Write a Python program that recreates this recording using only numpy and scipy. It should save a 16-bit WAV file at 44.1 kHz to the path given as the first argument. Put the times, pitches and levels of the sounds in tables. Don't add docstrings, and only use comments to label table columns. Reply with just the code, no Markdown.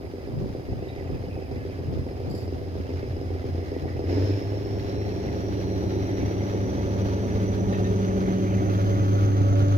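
import sys
import numpy as np
from scipy import signal
from scipy.fft import rfft, irfft, next_fast_len
from scipy.io import wavfile
from scipy.ndimage import uniform_filter1d

SR = 44100
rng = np.random.default_rng(int(sys.argv[2]) if len(sys.argv) > 2 else 0)


def wav_record(signal):
    frames = np.transpose(np.atleast_2d(signal))
    bounded = np.clip(frames, -1, 1)
    quanta = np.round(bounded * 32767).astype(np.int16)
    wavfile.write(sys.argv[1], SR, quanta)


N = 430857
TIME = np.arange(N) / SR
SPEED_M_PER_S, NOSE_ABREAST_S = 4, 5
# idle level/dB, loaded level/dB, lateness/firing intervals
CYLINDERS = [(0, -5, .13), (-5.5, -16, 0.18), (-17, -9.5, 0.11), (-10, -9, 0.11), (-2, -2, 0.2013),
             (-11, -2, 0.16), (-20, -14, 0.048), (-19.5, -19, 0.243), (-10.5, -4.5, 0.269), (-7, -10, 0.22),
             (-16.5, -14.5, 0.263), (-34.5, -11.5, .15)]


def from_db(db):
    return 10 ** (np.asarray(db) / 20)


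def rms_one(x):
    return x / np.sqrt(np.mean(x ** 2) + 1e-20)


def in_time(rows):
    times, *columns = np.transpose(rows)
    return [np.interp(TIME, times, column) for column in columns]


def swell(s, length):
    return np.exp(-.5 * ((TIME - s) / length) ** 2)


def drift(rate_hz):
    step, settle = 40, 2000
    pole = np.exp(-2 * np.pi * rate_hz * step / SR)
    noise = rng.standard_normal(N // step + settle + 2)
    slow = signal.lfilter([1], [1, -2 * pole, pole * pole], noise)[settle:]
    return np.interp(np.arange(N) / step, np.arange(len(slow)), rms_one(slow))


def breathy(angle, blur_hz):
    return drift(blur_hz) * np.sin(angle) + drift(blur_hz) * np.cos(angle)


def colour(x, spectrum):
    size = next_fast_len(N)
    hz, db = np.transpose(spectrum)
    bins = np.maximum(np.fft.rfftfreq(size, 1 / SR), 1)
    curve = from_db(np.interp(np.log(bins), np.log(hz), db))
    skirts = np.minimum(1, bins / hz[0]) ** 2 * np.minimum(1, hz[-1] / bins) ** 2
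    return rms_one(irfft(rfft(x, size) * curve * skirts, size)[..., :N])


def resonate(x, modes, ratio=-1):
    out = 0
    for k, (hz, width, db) in enumerate(modes):
        r = np.exp(-np.pi * width / SR)
        ring = signal.lfilter([1, 0, -1], [1, -2 * r * np.cos(2 * np.pi * hz / SR), r * r], x)
        out = out + ratio ** k * from_db(db) * (1 - r * r) / 2 * ring
    return out


def ports(x):
    # t/s, lag/ms
    port_lag = [(0, 0.27), (5.4, 0.33), (7, 0.32), (9.77, 0.46)]
    lag_ms, = in_time(port_lag)
    return np.array([np.interp(TIME - lag_ms / 1000, TIME, x), x])


def wide_noise(direct):
    focused = ports(rng.standard_normal(N))
    return np.sqrt(direct) * focused + np.sqrt(1 - direct) * rng.standard_normal((2, N))


def trees(x, t60, wet_db):
    t = TIME[:SR // 2]
    tail = rng.standard_normal((2, len(t))) * from_db(-60 * t / t60) * (t > .008)
    tail /= np.sqrt(np.sum(tail ** 2, axis=1, keepdims=True))
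    return ports(x) + from_db(wet_db) * signal.fftconvolve(x[None], tail, axes=1)[:, :N]


def past(behind_m):
    return SPEED_M_PER_S * (TIME - NOSE_ABREAST_S) - behind_m


def passing(behind_m, reach_m):
    return 1 / np.hypot(1, past(behind_m) / reach_m)


def effort(load, idle_db, power_db):
    return from_db(idle_db) * (1 - load) + from_db(power_db) * load


def surge(hold_s, start_s=4.02, attack_s=0.085, release_s=0.28):
    corners = start_s + np.cumsum([0, attack_s, hold_s, release_s])
    return np.interp(TIME, corners, [0, 1, 1, 0]) ** 2


def build_up(load, lag_s):
    pole = np.exp(-1 / (lag_s * SR))
    return signal.lfilter([1 - pole], [1, -pole], load)


def firings(firing_count, load, uneven_db):
    number = np.arange(np.ceil(firing_count[0]), np.floor(firing_count[-1]) - 1)
    idle_db, loaded_db, late = np.array(CYLINDERS)[number.astype(int) % len(CYLINDERS)].T
    at = np.minimum(np.searchsorted(firing_count, number + late), N - 1)
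    level_db = idle_db + (loaded_db - idle_db) * load[at]
    clicks = np.zeros(N)
    clicks[at] = from_db(level_db + uneven_db * rng.standard_normal(len(at)))
    return clicks


def puffs(clicks, decay_s):
    return rms_one(signal.lfilter([1], [1, -np.exp(-1 / (decay_s * SR))], clicks))


def combustion(clicks, modes, turbulence_db, band_hz):
    gas = from_db(turbulence_db) * puffs(clicks, decay_s=0.011) * rng.standard_normal(N)
    casing = signal.butter(2, band_hz, "band", fs=SR, output="sos")
    rung = signal.sosfilt(casing, resonate(rms_one(clicks) + gas, modes, ratio=0.77))
    return rung / np.sqrt(uniform_filter1d(rung ** 2, size=SR // 2) + 1e-12)


def knock(clicks, boost):
    # f/Hz, width/Hz, level/dB
    block = [(278, 22, 0), (325.5, 30, -2), (381, 24, 6.5), (402, 70, -7), (487, 12, 8), (620, 20, -9),
             (650, 14, -2), (741.5, 6.9, 7)]
    # t/s, accent/dB
    hard_knocks = [(.415, 0), (2.205, 3.5), (3.03, 1), (3.443, 2.5), (3.582, 1), (3.72, 1.5), (3.766, 5.5),
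                   (3.996, 4.5)]
    accents = from_db(sum(db * swell(s, .012) for s, db in hard_knocks))
    gain = accents * effort(boost, idle_db=-32.5, power_db=-45) * passing(behind_m=28.4, reach_m=24.4)
    knocks = combustion(clicks, block, turbulence_db=-10, band_hz=[262, 600])
    return trees(gain * knocks, t60=0.34, wet_db=-16)


def bark(clicks, load):
    # f/Hz, width/Hz, level/dB
    pipe = [(245, 240, -25), (292.5, 25, 3.5), (335, 96, 1), (396, 52, 0), (498, 22, -9.5),
            (648, 190, -16.5)]
    # f/Hz, level/dB
    roar_eq = [(220, -31), (275, -1), (330, -7), (410, -5), (500, -13), (720, -21), (900, -25)]
    gain = effort(load, idle_db=-53, power_db=-35) * passing(behind_m=6.2, reach_m=6.4)
    gain += from_db(-36) * surge(hold_s=0.13)
    roar = from_db(-30.5) * surge(hold_s=0.099) * colour(wide_noise(direct=0.85), roar_eq)
    pulses = combustion(clicks, pipe, turbulence_db=-4, band_hz=[219, 604])
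    return trees(gain * pulses, t60=0.34, wet_db=-6) + roar


def boom(firing_count, load):
    # t/s, length/s, level/dB
    dips = [(.2, 1, -12), (3.8, 0.11, -7), (4.418, 0.022, -17), (5.23, 0.07, -6), (6.69, .02, -14),
            (8.256, 0.13, -10)]
    gain = effort(load, idle_db=-10, power_db=-12) * passing(behind_m=21.85, reach_m=2.77)
    gain += from_db(-25) * surge(hold_s=0.27)
    gain *= from_db(sum(db * swell(s, length) for s, length, db in dips))
    stumble = .42 - .3 * load
    angle = 2 * np.pi * firing_count
    return ports(gain * (np.sin(angle) + stumble * breathy(angle, blur_hz=21.9)))


def clatter(firing_count, load, uneven_db):
    # f/Hz, level/dB
    clatter_eq = [(400, 4), (800, 4.5), (1200, -7.5), (1600, 2), (2100, 2), (3200, -4), (4200, -2.5),
                  (6000, -7.5), (7000, -14), (8000, -38.5), (10000, -21.5), (12500, -19.5), (16000, -26.5)]
    # f/Hz, width/Hz, level/dB
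    bay_modes = [(1180, 267, 1), (1432, 380, -3.5), (2100, 180, -16.5), (3320, 250, -14),
                 (11700, 1400, -31.5)]
    fired = np.diff(np.floor(firing_count), prepend=np.floor(firing_count[0])) > 0
    clicks = fired * from_db(uneven_db * rng.uniform(-1, 1, N))
    bursts = rms_one(1 + puffs(clicks, decay_s=0.015))
    gain = effort(load, idle_db=-49.5, power_db=-47.5) * passing(behind_m=10.3, reach_m=17.8)
    gulp = from_db(-46) * surge(hold_s=0.2) * colour(wide_noise(direct=0.15), clatter_eq)
    ringing = rms_one(resonate(wide_noise(direct=0.93) * bursts, bay_modes))
    bay = from_db(-43) * passing(behind_m=18.1, reach_m=5.4) * ringing
    return gain * colour(wide_noise(direct=0.17) * bursts, clatter_eq) + gulp + bay


def turbo(clicks, load, blur_hz, octave_blur_hz, throb):
    # t/s, f/Hz
    spool = [(0.0, 4965), (3.89, 5066), (4.98, 5530), (6.07, 5810), (9.28, 6220), (9.77, 6290)]
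    # t/s, length/s, level/dB relative to the whistle
    airy_swells = [(5.9, 0.34, -14), (8.843, 0.66, -15)]
    hz, = in_time(spool)
    gain = effort(load, idle_db=-57, power_db=-54) * passing(behind_m=15.5, reach_m=22.3)
    gain += from_db(-54) * surge(hold_s=0.18)
    angle = 2 * np.pi * np.cumsum(hz) / SR
    octave = sum(from_db(db) * swell(s, length) for s, length, db in airy_swells)
    whistle = [breathy(angle, blur_hz) + octave * breathy(2 * angle, octave_blur_hz) for ear in range(2)]
    return gain * rms_one(1 + throb * puffs(clicks, decay_s=0.0066)) * np.array(whistle)


def wheels():
    # f/Hz, level/dB
    rumble_eq = [(20, -24), (35, -16.5), (52, -6), (80, -1), (128, -2.5), (185, -14), (250, -8.5),
                 (350, -10), (470, -14.5), (750, -17.5), (1000, -30.5), (2000, -59)]
    # f/Hz, width/Hz, level/dB
    floor_mode = [(214, 37, 0)]
    gain = from_db(-30 + 1.9 * drift(33)) * passing(behind_m=20, reach_m=19)
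    floor_gain = from_db(-40.5) * passing(behind_m=11.5, reach_m=5.8) ** 2
    drumming = floor_gain * rms_one(resonate(wide_noise(direct=0.8), floor_mode))
    return gain * colour(wide_noise(direct=0.59), rumble_eq) + drumming


def rattle(per_s, width_hz):
    # f/Hz, level/dB
    parts = [(1720, 3), (1810, -3.5), (1890, -1.5), (1990, 3), (2070, 0), (2160, 2), (2260, -11),
             (2370, -1), (2490, -7.5), (2620, -2.5), (2760, -6), (2930, -5.5), (3150, -7)]
    gain = from_db(-56.5) * passing(behind_m=3.1, reach_m=27)
    gain += from_db(-57) * passing(behind_m=14.4, reach_m=0.79)
    gain += from_db(-53) * surge(hold_s=0.16)
    bunches = from_db(2 * drift(4))
    out = 0
    for hz, db in parts:
        hits = (rng.random(N) < per_s / SR) * rng.uniform(-0.94, 1, (2, N)) * bunches
        wide_hits = ports(hits[0]) + 0.46 * hits[::-1]
        out = out + resonate(wide_hits + 1e-18, [(hz, width_hz, db)])
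    return gain * rms_one(out)


def wind():
    # t/s, length/s, level/dB
    gusts = [(0.426, 0.086, -29), (0.417, 0.028, -38), (0.757, 0.066, -31.5), (1.144, 0.032, -27.5),
             (1.285, 0.0073, -26.5), (1.36, 0.022, -31.5), (1.574, 0.058, -33), (1.945, 0.076, -27.5),
             (2.3, 0.024, -26), (2.35, 0.013, -39), (2.463, 0.18, -38.5), (2.806, 0.016, -32.5)]
    # f/Hz, level/dB
    gust_eq = [(20, -28), (58, 1), (115, 2.5), (300, -8.5), (600, -22), (1500, -44), (5000, -79)]
    # f/Hz, level/dB
    air_eq = [(100, -17.5), (1000, 9), (5000, -12), (8000, -7), (12000, -4), (16000, -10)]
    lumps = from_db(2.5 * drift(40) - 1)
    gain = lumps * sum(from_db(db) * swell(s, length) for s, length, db in gusts)
    buffeting = gain * colour(wide_noise(direct=0.29), gust_eq)
    return buffeting + from_db(-63) * colour(wide_noise(direct=0.043), air_eq)


def clanks(burst_decay_s, ring_decay_s):
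    # t/s, burst level/dB, tilt/dB per octave, ring f/Hz, ring level/dB
    hits = [(0.886, -52, 9, 3900, -57), (7.712, -54, -5, 829, -33.5), (7.728, -44.5, -7, 1825, -39),
            (7.747, -54, -16, 2600, -53), (7.844, -46.5, 3, 1820, -39)]
    # f/Hz, width/Hz, level/dB
    metal = [(860, 24, -7), (1880, 95, -5), (2630, 160, -3), (3800, 99, -0.5)]
    out, shake = 0, wide_noise(direct=0.21)
    for s, db, tilt_db, ring_hz, ring_db in hits:
        age = np.maximum(TIME - s, 0)
        ring = from_db(ring_db) * np.exp(-age / ring_decay_s) * np.sin(2 * np.pi * ring_hz * age)
        modes = [(hz, width, mode_db + tilt_db * np.log2(hz)) for hz, width, mode_db in metal]
        burst = from_db(db) * (TIME > s) * np.exp(-age / burst_decay_s) * rms_one(resonate(shake, modes))
        out = out + ports(ring) + burst
    return out


def flanges(blur_hz, grip_db):
    # peak t/s, length/s, f/Hz, glide/octaves per s, level/dB
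    rasps = [(1.35, 0.33, 2510, -.1, -64), (3.78, 0.28, 1950, -.3, -58.5), (6.35, .2, 2094, -.1, -59),
             (8.23, 0.08, 2100, -.15, -56), (8.56, 0.1, 2187, -.15, -56)]
    out = 0
    for s, length, hz, glide, db in rasps:
        pitch_hz = hz * 2 ** (glide * np.clip(TIME - s, -1, 1))
        angle = 2 * np.pi * np.cumsum(pitch_hz) / SR
        grip = from_db(grip_db * drift(60))
        out = out + from_db(db) * swell(s, length) * rms_one(grip * breathy(angle, blur_hz))
    return trees(out, t60=0.17, wet_db=3)


def chink(ring_s, tap_s, tap_db):
    # t/s, level/dB
    touches = [(2.300, -55), (2.311, -55), (2.349, -50), (2.362, -58), (2.379, -54), (2.411, -60)]
    # f/Hz, width/Hz, level/dB
    modes = [(4690, 80, 6.5), (5000, 120, 0), (7260, 110, -3.5), (9500, 400, -16), (10450, 130, -11),
             (11280, 100, -6), (12750, 250, -10.5), (13750, 70, -3), (14950, 150, -14)]
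    power = 0
    for s, db in touches:
        age = np.maximum(TIME - s, 0)
        envelope = np.exp(-age / ring_s) + from_db(tap_db) * np.exp(-age / tap_s)
        power = power + (TIME > s) * (from_db(db) * envelope) ** 2
    return np.sqrt(power) * rms_one(resonate(wide_noise(direct=0.1), modes, ratio=0.94))


def panels(firing_count, load):
    # multiple of the cycle rate (gets rounded), t/s, length/s, level/dB
    hums = [(9, 6.3, 1.2, -37), (14, 8.7, 0.53, -40.5), (21, 8.4, 1.4, -44.5), (24, 8.1, 0.85, -39),
            (26, 7.4, .9, -43), (27, 7.8, .7, -44.5), (31, 7.6, 2, -39.5), (34, 6.2, 0.82, -39.5),
            (34, 10.31, 1.06, -30.5), (35, 4.2, 0.046, -28), (36, 8.8, 0.39, -35), (38, 6.1, 0.45, -38),
            (41, 6, 0.52, -46), (47, 8, 0.37, -44.5), (47, 5.1, 0.96, -41.5), (49, 8, 0.41, -39),
            (50, 7.62, 0.55, -41), (50, 5.35, 0.8, -42.5), (68.4, 9.65, 0.17, -35), (67.9, 7.55, 1.4, -44),
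            (102.4, 6.5, 1.4, -53.5), (103.2, 6.8, 0.71, -59)]
    cycle = 2 * np.pi * firing_count / len(CYLINDERS)
    out = 0
    for multiple, s, length, db in hums:
        waver = from_db(1.4 * drift(7))
        tone = np.sin(round(multiple) * cycle + 2 * np.pi * rng.random())
        out = out + from_db(db) * waver * swell(s, length) * tone
    return ports(np.sqrt(2) * load * out)


def fan(firing_count, boost, blades_per_firing):
    # harmonic, level/dB, loudest point behind the nose/m, reach ahead/m, reach astern/m
    tones = [(1, -28.5, 13.16, 2.2, 1.76), (1, -43, 2.7, 1.5, 1.2), (2, -36, 12.7, 1.46, 3.3),
             (2, -38.5, 3.9, 1.6, 1.16), (3, -41, 14.9, 2.16, 3.1), (4, -59.5, 27, 8.2, 6),
             (5, -54, 9, 1.9, 2.6)]
    angle = 2 * np.pi * blades_per_firing * firing_count
    out = 0
    for harmonic, db, behind_m, ahead_m, astern_m in tones:
        reach_m = np.where(past(behind_m) < 0, ahead_m, astern_m)
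        gain = boost * passing(behind_m, reach_m) * from_db(db + 2.2 * drift(10))
        out = out + gain * np.sin(harmonic * angle + 0.24 * drift(8.4))
    return ports(np.sqrt(2) * out)


def gears(firing_count):
    # multiple of the firing rate, peak t/s, length/s, level/dB, blur/Hz
    whines = [(39.4, 4.93, 0.06, -58, 80), (40.8, 5.08, .2, -60, 100), (40.8, 5.72, 0.16, -56.5, 100),
              (38.6, 6.0, 0.18, -57.5, 130)]
    out = 0
    for multiple, s, length, db, blur_hz in whines:
        out = out + from_db(db) * swell(s, length) * breathy(2 * np.pi * multiple * firing_count, blur_hz)
    return ports(out)


def scene():
    # t/s, firing rate/Hz, load 0-1
    throttle = [(0, 87.12, 0), (4.02, 87.12, 0), (4.18, 95.3, .7), (4.4, 101.75, 1), (7.3, 101.82, 1),
                (8.6, 101.63, 1), (9.77, 101.45, 1)]
    firing_hz, load = in_time(throttle)
    boost = build_up(load, lag_s=0.6)
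    firing_count = np.cumsum(firing_hz) / SR
    firing_count -= np.interp(.1343, TIME, firing_count)
    clicks = firings(firing_count, load, uneven_db=1.2)
    body = knock(clicks, boost) + bark(clicks, load) + boom(firing_count, load)
    body += panels(firing_count, load) + fan(firing_count, boost, blades_per_firing=1.853)
    body += gears(firing_count) + wheels()
    top = clatter(firing_count, load, uneven_db=10.5) + rattle(per_s=35, width_hz=33)
    top += turbo(clicks, load, blur_hz=129, octave_blur_hz=480, throb=0.57)
    top += flanges(blur_hz=230, grip_db=8)
    top += clanks(burst_decay_s=0.038, ring_decay_s=0.03) + chink(ring_s=0.06, tap_s=.002, tap_db=3)
    return body * from_db([[-.25], [.25]]) + top * from_db([[-.9], [.9]]) + wind()


def record(dry):
    cutoff_hz = 16450
    return signal.sosfilt(signal.ellip(10, .1, 80, cutoff_hz, fs=SR, output="sos"), dry)


dry = scene()
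out = record(dry)
wav_record(out)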